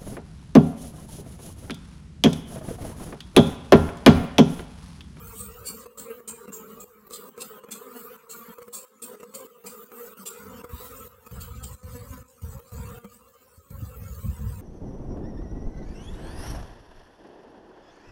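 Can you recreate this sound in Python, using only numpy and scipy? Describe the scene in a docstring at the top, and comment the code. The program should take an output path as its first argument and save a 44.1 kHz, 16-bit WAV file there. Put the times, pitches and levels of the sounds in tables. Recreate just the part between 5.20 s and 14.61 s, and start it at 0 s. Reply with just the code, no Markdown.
"""Honeybees hum over an open wooden hive throughout; sticky wax rustles and single bees pass close.
From the start a hand tool brushes over a honeycomb in short strokes: each rasps across the wax cells,
sets them ringing and slides on with a hiss, among low finger rubs and short, ticking midrange blips.
From 5.5 s the comb is lifted and turned, with soft thumps and swells of low rumble; the strokes
end near 6.5 s and the handling carries on. Between movements the level dips briefly."""
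import sys
import numpy as np
from scipy import signal
from scipy.fft import rfft, irfft
from scipy.io import wavfile
from scipy.ndimage import uniform_filter1d, map_coordinates

SR = 44100
rng = np.random.default_rng(int(sys.argv[2]) if len(sys.argv) > 2 else 0)


def unload_audio(sound):
    """Save the sound as a 16-bit wav file, at the path given as the first command line argument."""
    columns = np.transpose(np.atleast_2d(sound))
    # keep every value between -1 and 1, then stretch to whole-number steps
    steps = np.round(np.clip(columns, -1, 1) * 32767)
    wavfile.write(sys.argv[1], SR, steps.astype(np.int16))


N = 414962
TIME = np.arange(N) / SR
WINGBEAT_HZ = 232.6


def undb(db):
    """Decibels to gain."""
    return 10 ** (np.asarray(db) / 20)


def unit(x):
    """Scale to rms 1."""
    return x / np.sqrt(np.mean(x ** 2) + 1e-20)


def steady(x, span_s=0.0033):
    """Level a texture so that its rms stays near 1 at every moment."""
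    return x / np.sqrt(np.abs(uniform_filter1d(x ** 2, max(int(span_s * SR), 2))) + 1e-12)


def add(out, start_s, x):
    """Mix x into out from start_s."""
    i = max(int(start_s * SR), 0)
    out[i:i + len(x)] += x[:N - i]


def faders(table):
    """One gain curve for each dB column of a table."""
    times, *columns = np.transpose(table)
    return [undb(np.interp(TIME, times, db)) for db in columns]


def push(t, rise_s, fall_s):
    """Envelope that peaks at t = 0: a bell-shaped attack, then a decay."""
    return np.where(t < 0, np.exp(-(t / rise_s) ** 2), np.exp(-np.maximum(t, 0) / fall_s))


def walk(rate):
    """Smooth random wandering, spread near 1, about `rate` turns a second."""
    step = max(int(SR / rate), 2)
    held = np.repeat(rng.standard_normal(N // step + 2), step)[rng.integers(step):][:N]
    return 1.3 * uniform_filter1d(uniform_filter1d(held, step), step)


def snaps(size, rate, spread_db):
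    """Random tiny clicks of very unequal strength, about `rate` a second."""
    hit = rng.random(size) < rate / SR
    return hit * rng.choice([-1, 1], size) * undb(spread_db * np.minimum(rng.exponential(size=size), 4))


def ring(modes, size=6000):
    """Sum of damped sines, each given as pitch_hz, t60_s, level_db."""
    t = np.arange(size) / SR
    return sum(undb(db) * np.sin(2 * np.pi * hz * t) * np.exp(-np.log(1000) * t / t60)
               for hz, t60, db in modes)


def colour(x, eq):
    """Shape x with a minimum-phase EQ curve; the result has rms 1."""
    hz, db = np.transpose(eq)
    size = 2 ** 13
    bins_hz = np.maximum(np.fft.rfftfreq(size, 1 / SR), 1)
    cepstrum = irfft(np.log(undb(np.interp(np.log(bins_hz), np.log(hz), db))))
    cepstrum[1:size // 2] *= 2
    cepstrum[size // 2 + 1:] = 0
    impulse = irfft(np.exp(rfft(cepstrum)))
    return unit(signal.fftconvolve(x, impulse)[:len(x)])


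def swirl(x, depth_db, width_hz, span_s):
    """Keep the colour moving: narrow patches of the spectrum swell and fade."""
    size, hop = 1024, 256
    spectra = signal.stft(x, nperseg=size, noverlap=size - hop)[2]
    patches = rng.standard_normal(spectra.shape)
    for axis, spread in enumerate([width_hz * size / SR, span_s * SR / hop]):
        bell = signal.windows.gaussian(41, max(spread / 2, .1))
        patches = signal.fftconvolve(patches, np.expand_dims(bell, 1 - axis), mode="same")
    gain = unit(undb(depth_db * np.clip(unit(patches), -3, 1.8)))
    return signal.istft(spectra * gain, nperseg=size, noverlap=size - hop)[1][:len(x)]


def level_dips(depth_db, edge_s=0.0014, lead_rises=1.39, blip_hold_s=0.013):
    """The level is full for every listed stroke, swell, rub and blip, and dips briefly in between."""
    moves = [(peak - lead_rises * rise, peak + hold) for peak, rise, hold, *_ in BRUSH_STROKES]
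    moves += [(start, start + length) for start, length, _ in RUMBLE_SWELLS + FINGER_RUBS]
    moves += [(start, start + blip_hold_s) for start, *_ in BLIPS]
    gain = np.full(N, undb(depth_db))
    for start, end in moves:
        gain[max(int(start * SR), 0):int(end * SR)] = 1
    return uniform_filter1d(gain, max(int(edge_s * SR), 1))


# Faint breeze on the microphone: time_s, level_db
BREEZE_LEVELS = [(0, -49), (1.25, -69.5), (1.8, -61), (2.1, -77), (5.1, -75), (5.3, -50), (7.8, -53.5),
                 (8.3, -57.5), (9.4, -36)]
# Low swells from movement and air: start_s, length_s, level_db
RUMBLE_SWELLS = [(0, 0.46, -42.5), (6.111, 0.44, -36.5), (6.63, 0.4, -39.5), (7.217, 0.17, -35.5),
                 (7.518, 0.27, -34.5), (8.504, .18, -35.5), (8.683, 0.95, -42), (8.819, 0.28, -38.5),
                 (9.028, 0.1, -23.5), (9.19, .14, -29)]
# Bass-heavy tone of the rumble: freq_hz, gain_db
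RUMBLE_EQ = [(20, -23), (42, 1), (66, 8.5), (110, 2.5), (160, -6), (200, -4), (260, -26), (340, -31),
             (700, -65)]


def rumble(attack_s=0.0053, release_s=0.014, sag_db=-7):
    """Air buffets the microphone: over a faint breeze, each swell rises fast, sags and lets go."""
    level = faders(BREEZE_LEVELS)[0]
    for start, length, db in RUMBLE_SWELLS:
        swell = np.interp(TIME - start, [0, attack_s, length, length + release_s], [0, 1, undb(sag_db), 0])
        level = np.hypot(level, undb(db) * swell)
    buffets = undb(2.2 * walk(28))
    return level * buffets * colour(rng.standard_normal(N), RUMBLE_EQ)


# Crisp tone of crackling wax: freq_hz, gain_db
WAX_EQ = [(200, -2), (900, -4), (1700, -11), (2700, -5), (3600, -2.5), (4500, 2.5), (5400, -2), (6500, 4),
          (8200, 9), (10000, -2), (15000, 3.5)]


def wax_rustle():
    """Sticky wax rustles in a dense, uneven run of tiny ticks."""
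    flicker = undb(2.5 * walk(22))
    ticks = colour(snaps(N, rate=5000, spread_db=4.5), WAX_EQ)
    return swirl(flicker * ticks, depth_db=8.5, width_hz=110, span_s=.035)


# Drifting centre of the hum: time_s, pitch_hz
HUM_DRIFT = [(.9, 485), (1.3, 463.5), (3.6, 482.6), (4.8, 474.1), (6.4, 494)]
# Warm body of the swarm: freq_hz, gain_db
HUM_EQ = [(110, -44), (155, 4), (200, -.5), (250, -9.5), (330, -2.5), (400, 2.5), (480, 2.5), (550, 0.5),
          (640, -17.5), (900, -50.5)]
# Nasal midrange of the swarm: freq_hz, gain_db
WHINE_EQ = [(150, -66.5), (630, -13), (740, -3), (860, -3), (1020, 5), (1280, 9), (1450, -1), (1900, -13),
            (5000, -34.5)]


def swarm(hum_gain, whine_gain, count=10, spread=.08, wander=.06, flutter=.02, rest_hz=475.5):
    """Each bee beats at its own pitch, wavers as it steers and swells as it flies by."""
    wings = np.zeros(N)
    for rank in np.linspace(-1, 1, count):
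        hz = WINGBEAT_HZ * (1 + spread * rank + wander * walk(6) + flutter * walk(35))
        phase = np.cumsum(hz) / SR + rng.random()
        nearness = undb(4.5 * walk(10) + 3 * walk(55))
        wings += nearness * (phase % 1 - .5)
    beats = steady(np.diff(wings, prepend=wings[0]), span_s=0.1)  # one sharp push of air per wingbeat
    beats += undb(-11) * rng.standard_normal(N)  # the crowd inside the hive blurs into a rush
    beats = swirl(beats, depth_db=5.8, width_hz=110, span_s=.028)
    clock = np.cumsum(np.interp(TIME, *np.transpose(HUM_DRIFT)) / rest_hz)
    drift = lambda x: map_coordinates(x, [clock], order=1, mode="mirror")  # bends the whole swarm
    hum = drift(steady(colour(beats, HUM_EQ), span_s=0.069))
    whine = steady(colour(drift(beats), WHINE_EQ), span_s=.11)
    return hum_gain * hum + whine_gain * whine


# Bright edge of the nearest bees: freq_hz, gain_db
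OVERTONE_EQ = [(900, -36), (1600, -1), (2700, 5), (5500, -19.5)]


def nearest_bees(count=2, spread=.06, harmonics=20):
    """The nearest bees stand out with high, wavering overtones that flare up as they turn."""
    out = np.zeros(N)
    for rank in np.linspace(-1, 1, count):
        hz = WINGBEAT_HZ * (1 + spread * rank + .04 * walk(10) + .017 * walk(70))
        phase = 2 * np.pi * np.cumsum(hz) / SR
        out += sum(np.cos(k * phase) for k in range(1, harmonics + 1))
    return swirl(colour(out, OVERTONE_EQ), depth_db=10, width_hz=130, span_s=.035)


# Single fly-bys: nearest_s, level_db, wingbeat_hz
FLY_BYS = [(0.902, -42.5, 240), (1.452, -50, 213.6), (2.75, -45.5, 249.3), (2.931, -52, 244.2),
           (4.799, -45, 234.8), (5.36, -51, 258.3), (5.71, -44, 244.9), (6.772, -45.5, 248.7),
           (6.949, -46.5, 251), (7.731, -55, 229.5), (8.734, -50.5, 249)]
# Tone of one close bee: freq_hz, gain_db
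BUZZ_EQ = [(120, 0), (230, -2), (480, 9.5), (700, -14.5), (1150, -4), (1700, -11), (2800, -17.5),
           (5000, -73), (10000, -17)]


def passing_bees(pass_s=0.055, glide=.025, waver=.025, flutter=.007, scatter_s=0.0067):
    """A close bee swells as 1 / distance, sinks in pitch and stutters; the hive walls scatter its buzz."""
    wings = np.zeros(N)
    jitter = .005 * walk(250)
    steering = 1 + waver * walk(13) + flutter * walk(50) + jitter
    for nearest_s, db, hz in FLY_BYS:
        along = (TIME - nearest_s) / pass_s  # in units of the nearest distance
        distance = np.hypot(along, 1)
        phase = np.cumsum(hz * steering * (1 - glide * along / distance)) / SR
        wings += undb(db) / distance * np.exp(-(along / 4) ** 2) * (phase % 1 - .5)
    stutter = unit(undb(4 * walk(55)))
    t = np.arange(SR // 20) / SR
    walls = rng.standard_normal(len(t)) * np.exp(-t / scatter_s)
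    beats = np.diff(wings, prepend=wings[0]) * stutter
    beats = unit(beats) + unit(signal.fftconvolve(beats, walls)[:N])
    level = np.sqrt(12 * np.mean(wings ** 2))  # a sawtooth has mean square 1 / 12
    return swirl(level * colour(beats, BUZZ_EQ), depth_db=5, width_hz=130, span_s=.035)


# Thin, airy top of the hiss: freq_hz, gain_db
HISS_EQ = [(200, -29), (1500, -30), (5500, -31), (8200, -18), (10500, -5.5), (12500, 7), (14000, 9),
           (15500, 12.5)]


def sliding_hiss(bed_gain, slide_db=-41, fall_s=0.049):
    """A bed of hiss swells as the tool slides on after each stroke; slow strokes slide longer."""
    slide = np.zeros(N)
    t = np.arange(SR) / SR - .2
    for peak_s, rise_s, *_ in BRUSH_STROKES:
        add(slide, peak_s + t[0], undb(slide_db) * push(t, rise_s, fall_s + rise_s))
    sizzle = undb(1.8 * walk(25)) * colour(rng.standard_normal(N), HISS_EQ)
    return np.hypot(bed_gain, slide) * swirl(sizzle, depth_db=5.5, width_hz=120, span_s=.04)


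# Fader moves of the hive ambience: time_s, hum_db, whine_db, rustle_db, hiss_db
HIVE_LEVELS = [(0, -52.5, -52.5, -51, -42.5), (0.9, -47.5, -54, -62, -51.5), (1.75, -48, -52.5, -59.5, -49),
               (2.7, -47, -51, -60, -51), (3.3, -51, -50, -56, -45.5), (3.72, -53.5, -56.5, -57.5, -62),
               (3.95, -43, -52.5, -56, -51.5), (4.8, -50.5, -52.5, -55.5, -45.5),
               (5.4, -47, -50, -54.5, -48.5), (6.1, -53, -51.5, -54, -50), (6.9, -54, -57.5, -52.5, -66),
               (7.3, -53.5, -56.5, -54, -51), (7.7, -48, -50, -51.5, -50.5),
               (8.5, -56.5, -57.5, -56.5, -52), (9.4, -53.5, -55.5, -53.5, -52)]


def hive(overtone_db=-10):
    """The open hive as three stems: buzzing wings, hiss and rustling wax."""
    hum_gain, whine_gain, rustle_gain, hiss_gain = faders(HIVE_LEVELS)
    bees = swarm(hum_gain, whine_gain) + passing_bees()
    bees += undb(overtone_db) * whine_gain * nearest_bees()
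    return bees, sliding_hiss(hiss_gain), rustle_gain * wax_rustle()


# Fingers shifting on the frame: start_s, length_s, level_db
FINGER_RUBS = [(0.15, 0.14, -48), (0.484, 0.09, -48.5), (1.274, 0.03, -41), (1.454, 0.19, -53),
               (3.28, 0.029, -45), (4.44, 0.054, -48), (4.97, 0.0725, -50), (5.189, 0.23, -49.5)]
# Low groan of rubbed wood: freq_hz, gain_db
GROAN_EQ = [(60, -30), (140, -27), (195, 8.5), (260, -4.5), (380, -54), (900, -56)]


def finger_rubs(edge_s=0.0097):
    """Fingers rub the frame, which answers with a short, low groan."""
    pressure = np.zeros(N)
    for start, length, db in FINGER_RUBS:
        pressure += undb(db) * np.interp(TIME - start, [0, edge_s, length, length + edge_s], [0, 1, 1, 0])
    return pressure * steady(colour(rng.standard_normal(N), GROAN_EQ), span_s=0.019)


# Hum-like partials of a blip: pitch_hz, t60_s, level_db
BLIP_PARTIALS = [(191, 0.082, -40), (478, 0.17, 15.5), (511, 0.11, 4.5), (720, 0.048, 2.5),
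                 (1047, 0.073, 3), (1251, 0.023, 17.5), (2100, 0.027, 4)]
# Short midrange blips, each with a small tick: start_s, level_db, tick_offset_db
BLIPS = [(.657, -39, -14), (1.278, -39, -3), (1.867, -58, -18), (1.907, -40.5, 9), (2.177, -32.5, -6),
         (2.436, -40.5, -13), (2.486, -45, -12), (3.383, -37, -16), (3.418, -38, -18), (3.479, -38.5, -14),
         (3.999, -48, -12), (4.03, -33, -6), (4.717, -37.5, -4), (5.442, -32.5, -3), (6.064, -47, -15),
         (7.391, -40.5, -23), (7.844, -38, -8), (8.504, -52, 10)]


def hum_blips(burst_s=0.002, crackle_s=0.011, crackle_db=-4, tone_db=1.0, size=4000):
    """Short blips of hum-like midrange tone, each with a small, crackly tick."""
    out, partials = np.zeros(N), ring(BLIP_PARTIALS)
    t = np.arange(size) / SR - .025
    for start_s, db, tick_db in BLIPS:
        crackle = snaps(size, rate=900, spread_db=3) * push(t - burst_s, crackle_s, crackle_s)
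        burst = rng.standard_normal(size) * push(t - burst_s, burst_s, burst_s)
        onset = unit(burst) + undb(crackle_db) * unit(crackle)
        tone, tick = signal.fftconvolve(onset, partials), colour(onset, WAX_EQ)
        add(out, start_s + t[0], undb(db + tone_db) * tone / np.abs(tone).max())
        add(out, start_s + t[0], undb(db + tick_db) * tick / np.abs(tick).max())
    return out


# Soft bumps of the comb being handled: start_s, level_db, pitch_hz
COMB_THUMPS = [(5.53, -19.5, 66), (6.13, -23.5, 76), (6.176, -23, 67.5), (6.903, -22.5, 82.5),
               (7.233, -20, 77), (7.596, -19, 76.5), (7.845, -29, 203), (8.376, -35.5, 83),
               (8.622, -18.5, 101.6), (9.056, -13, 77)]


def comb_thumps(t60_s=0.1, overtone_db=-9, attack_s=0.0063, size=12000):
    """The handled comb gives dull, padded bumps: a few low swings and a shorter overtone."""
    out = np.zeros(N)
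    attack = 1 - np.exp(-(np.arange(size) / SR / attack_s) ** 2)
    for start_s, db, hz in COMB_THUMPS:
        body = ring([(hz, t60_s, db), (2.68 * hz, t60_s / 2, db + overtone_db)], size)
        add(out, start_s - attack_s / 2, attack * body)
    return out


# Open wax cells that ring like tiny pipes: pitch_hz
CELL_PITCHES = [6750, 6970, 7370, 7550, 8271, 8190, 8820]
# Tiny sharp ticks within the strokes: time_s, peak_db
STROKE_TICKS = [(0.466, -32), (1.08, -29.5), (1.097, -27), (3.542, -37), (4.146, -43), (6.442, -28)]


def stroke_ticks(decay_s=.002, size=600):
    """A tiny sharp tick stands out within a stroke, coloured by the cells."""
    out = np.zeros(N)
    fade = np.exp(-np.arange(size) / SR / decay_s)
    cells = ring([(hz, decay_s, 0) for hz in CELL_PITCHES], size)
    for time_s, db in STROKE_TICKS:
        tick = signal.fftconvolve(rng.standard_normal(size) * fade, cells)
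        add(out, time_s - .001, undb(db) * tick / np.abs(tick).max())
    return out


# Bright swish over the cells: freq_hz, gain_db
SWISH_EQ = [(2500, -46), (6400, -29), (7400, 2), (8400, -6), (9600, -5.5), (11500, -15), (15500, -9)]
# Rougher rasp of the brushing stroke: freq_hz, gain_db
RASP_EQ = [(150, -38), (900, -56), (2200, -10.5), (4500, -4.5), (5600, -10), (6500, -8), (9000, -52)]
# Strokes: peak_s, rise_s, full_level_s, level_db, ring_centre_hz, ring_mix_db, rasp_offset_db
BRUSH_STROKES = [(0.209, 0.05, 0.25, -40, 8400, 0.5, 1), (0.479, 0.02, 0.1693, -30, 8300, -12, -2.5),
                 (0.787, 0.0094, 0.22, -34.5, 8300, -4, 0.5), (1.079, 0.0029, 0.18, -30.5, 7960, -3, -7),
                 (1.342, 0.016, 0.195, -39, 7260, 7, -6), (1.606, 0.0047, 0.034, -41.5, 7500, -1, -2),
                 (1.944, 0.019, 0.15, -36, 7870, -5, 4), (2.218, 0.019, 0.18, -38, 8000, -3, 8),
                 (2.522, 0.01, .26, -34, 7800, -1.5, 5.5), (2.805, 0.049, 0.16, -48, 7800, -6, 0),
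                 (3.113, 0.015, 0.23, -37, 7405, -3.5, 1), (3.552, 0.018, 0.099, -32, 7600, -5, -4),
                 (3.828, 0.0067, 0.13, -33.5, 8160, -2, -0.5), (4.15, 0.0085, 0.12, -36.5, 7600, 3.5, 6.5),
                 (4.475, 0.013, 0.17, -39, 8300, -5, 2.5), (4.791, 0.053, 0.15, -57, 8300, 9, 0),
                 (5.07, 0.011, .28, -31, 7700, -10.5, 0.5), (5.659, 0.12, 0.22, -48.5, 7800, -15, 3),
                 (6.221, 0.015, 0.17, -43.5, 6660, -11, 5), (6.441, 0.0094, 0.097, -41, 7800, 3, 11)]


def brush_strokes(ring_t60_s=0.15, width_hz=600, tail_s=0.069, tail_db=-12, scatter_s=0.0035,
                  rasp_db=-10, crisp_db=-9):
    """The tool brushes over cell walls in a dense run; which cells ring most shifts with each stroke."""
    out = np.zeros(N)
    t = np.arange(SR // 2) / SR - .15
    after_peak = np.maximum(t, 0)
    for peak_s, rise_s, _, db, centre_hz, ring_db, rasp_offset_db in BRUSH_STROKES:
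        fall_s = 0.018 + 0.26 * rise_s  # pressure dies away more slowly after a slow rise
        tail = undb(tail_db) * (1 - np.exp(-after_peak / fall_s)) * np.exp(-after_peak / tail_s)
        envelope = undb(db) * (push(t, rise_s, fall_s) + tail)
        catches = snaps(len(t), rate=2000, spread_db=3.2)
        pitches = np.array(CELL_PITCHES) * (1 + .008 * rng.standard_normal(len(CELL_PITCHES)))
        modes = [(hz, ring_t60_s, -10 * np.log10(1 + ((hz - centre_hz) / width_hz) ** 4)) for hz in pitches]
        ringing = unit(signal.fftconvolve(catches, ring(modes))[:len(t)])
        # each catch is heard crisply, then scattered by the hollow cells for a few milliseconds
        scatter = rng.standard_normal(len(t)) * np.exp(-(t - t[0]) / scatter_s)
        grit = unit(signal.fftconvolve(catches, scatter)[:len(t)]) + undb(crisp_db) * unit(catches)
        swish = colour(grit, SWISH_EQ) + undb(rasp_db + rasp_offset_db) * colour(grit, RASP_EQ)
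        swish = unit(swirl(swish, depth_db=5.5, width_hz=150, span_s=.08))
        add(out, peak_s + t[0], envelope * steady(swish + undb(ring_db) * ringing))
    stick_slip = undb(2.4 * walk(200))  # the tool slips from one row of cells to the next
    return out * stick_slip


def scene():
    """Hive, rumble, handling and brushing, all close to one microphone."""
    bees, hiss, rustle = hive()
    low_end = rumble()
    air = undb(-79) * rng.standard_normal(N)  # fine, even outdoor hiss
    accents = hum_blips() + stroke_ticks() + finger_rubs() + comb_thumps()
    bed = (bees + rustle) * level_dips(depth_db=-9)
    action = (hiss + low_end + brush_strokes()) * level_dips(depth_db=-10.5)
    return (air + bed + accents + action)[None]


def record(dry, low_cut_hz=48, high_cut_hz=15800):
    """The microphone sheds the deepest bass and the recorder cuts the top steeply."""
    dry = signal.sosfilt(signal.butter(2, low_cut_hz, "highpass", fs=SR, output="sos"), dry)
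    return signal.sosfilt(signal.ellip(12, .2, 80, high_cut_hz, fs=SR, output="sos"), dry)


dry = scene()
out = record(dry)
unload_audio(out)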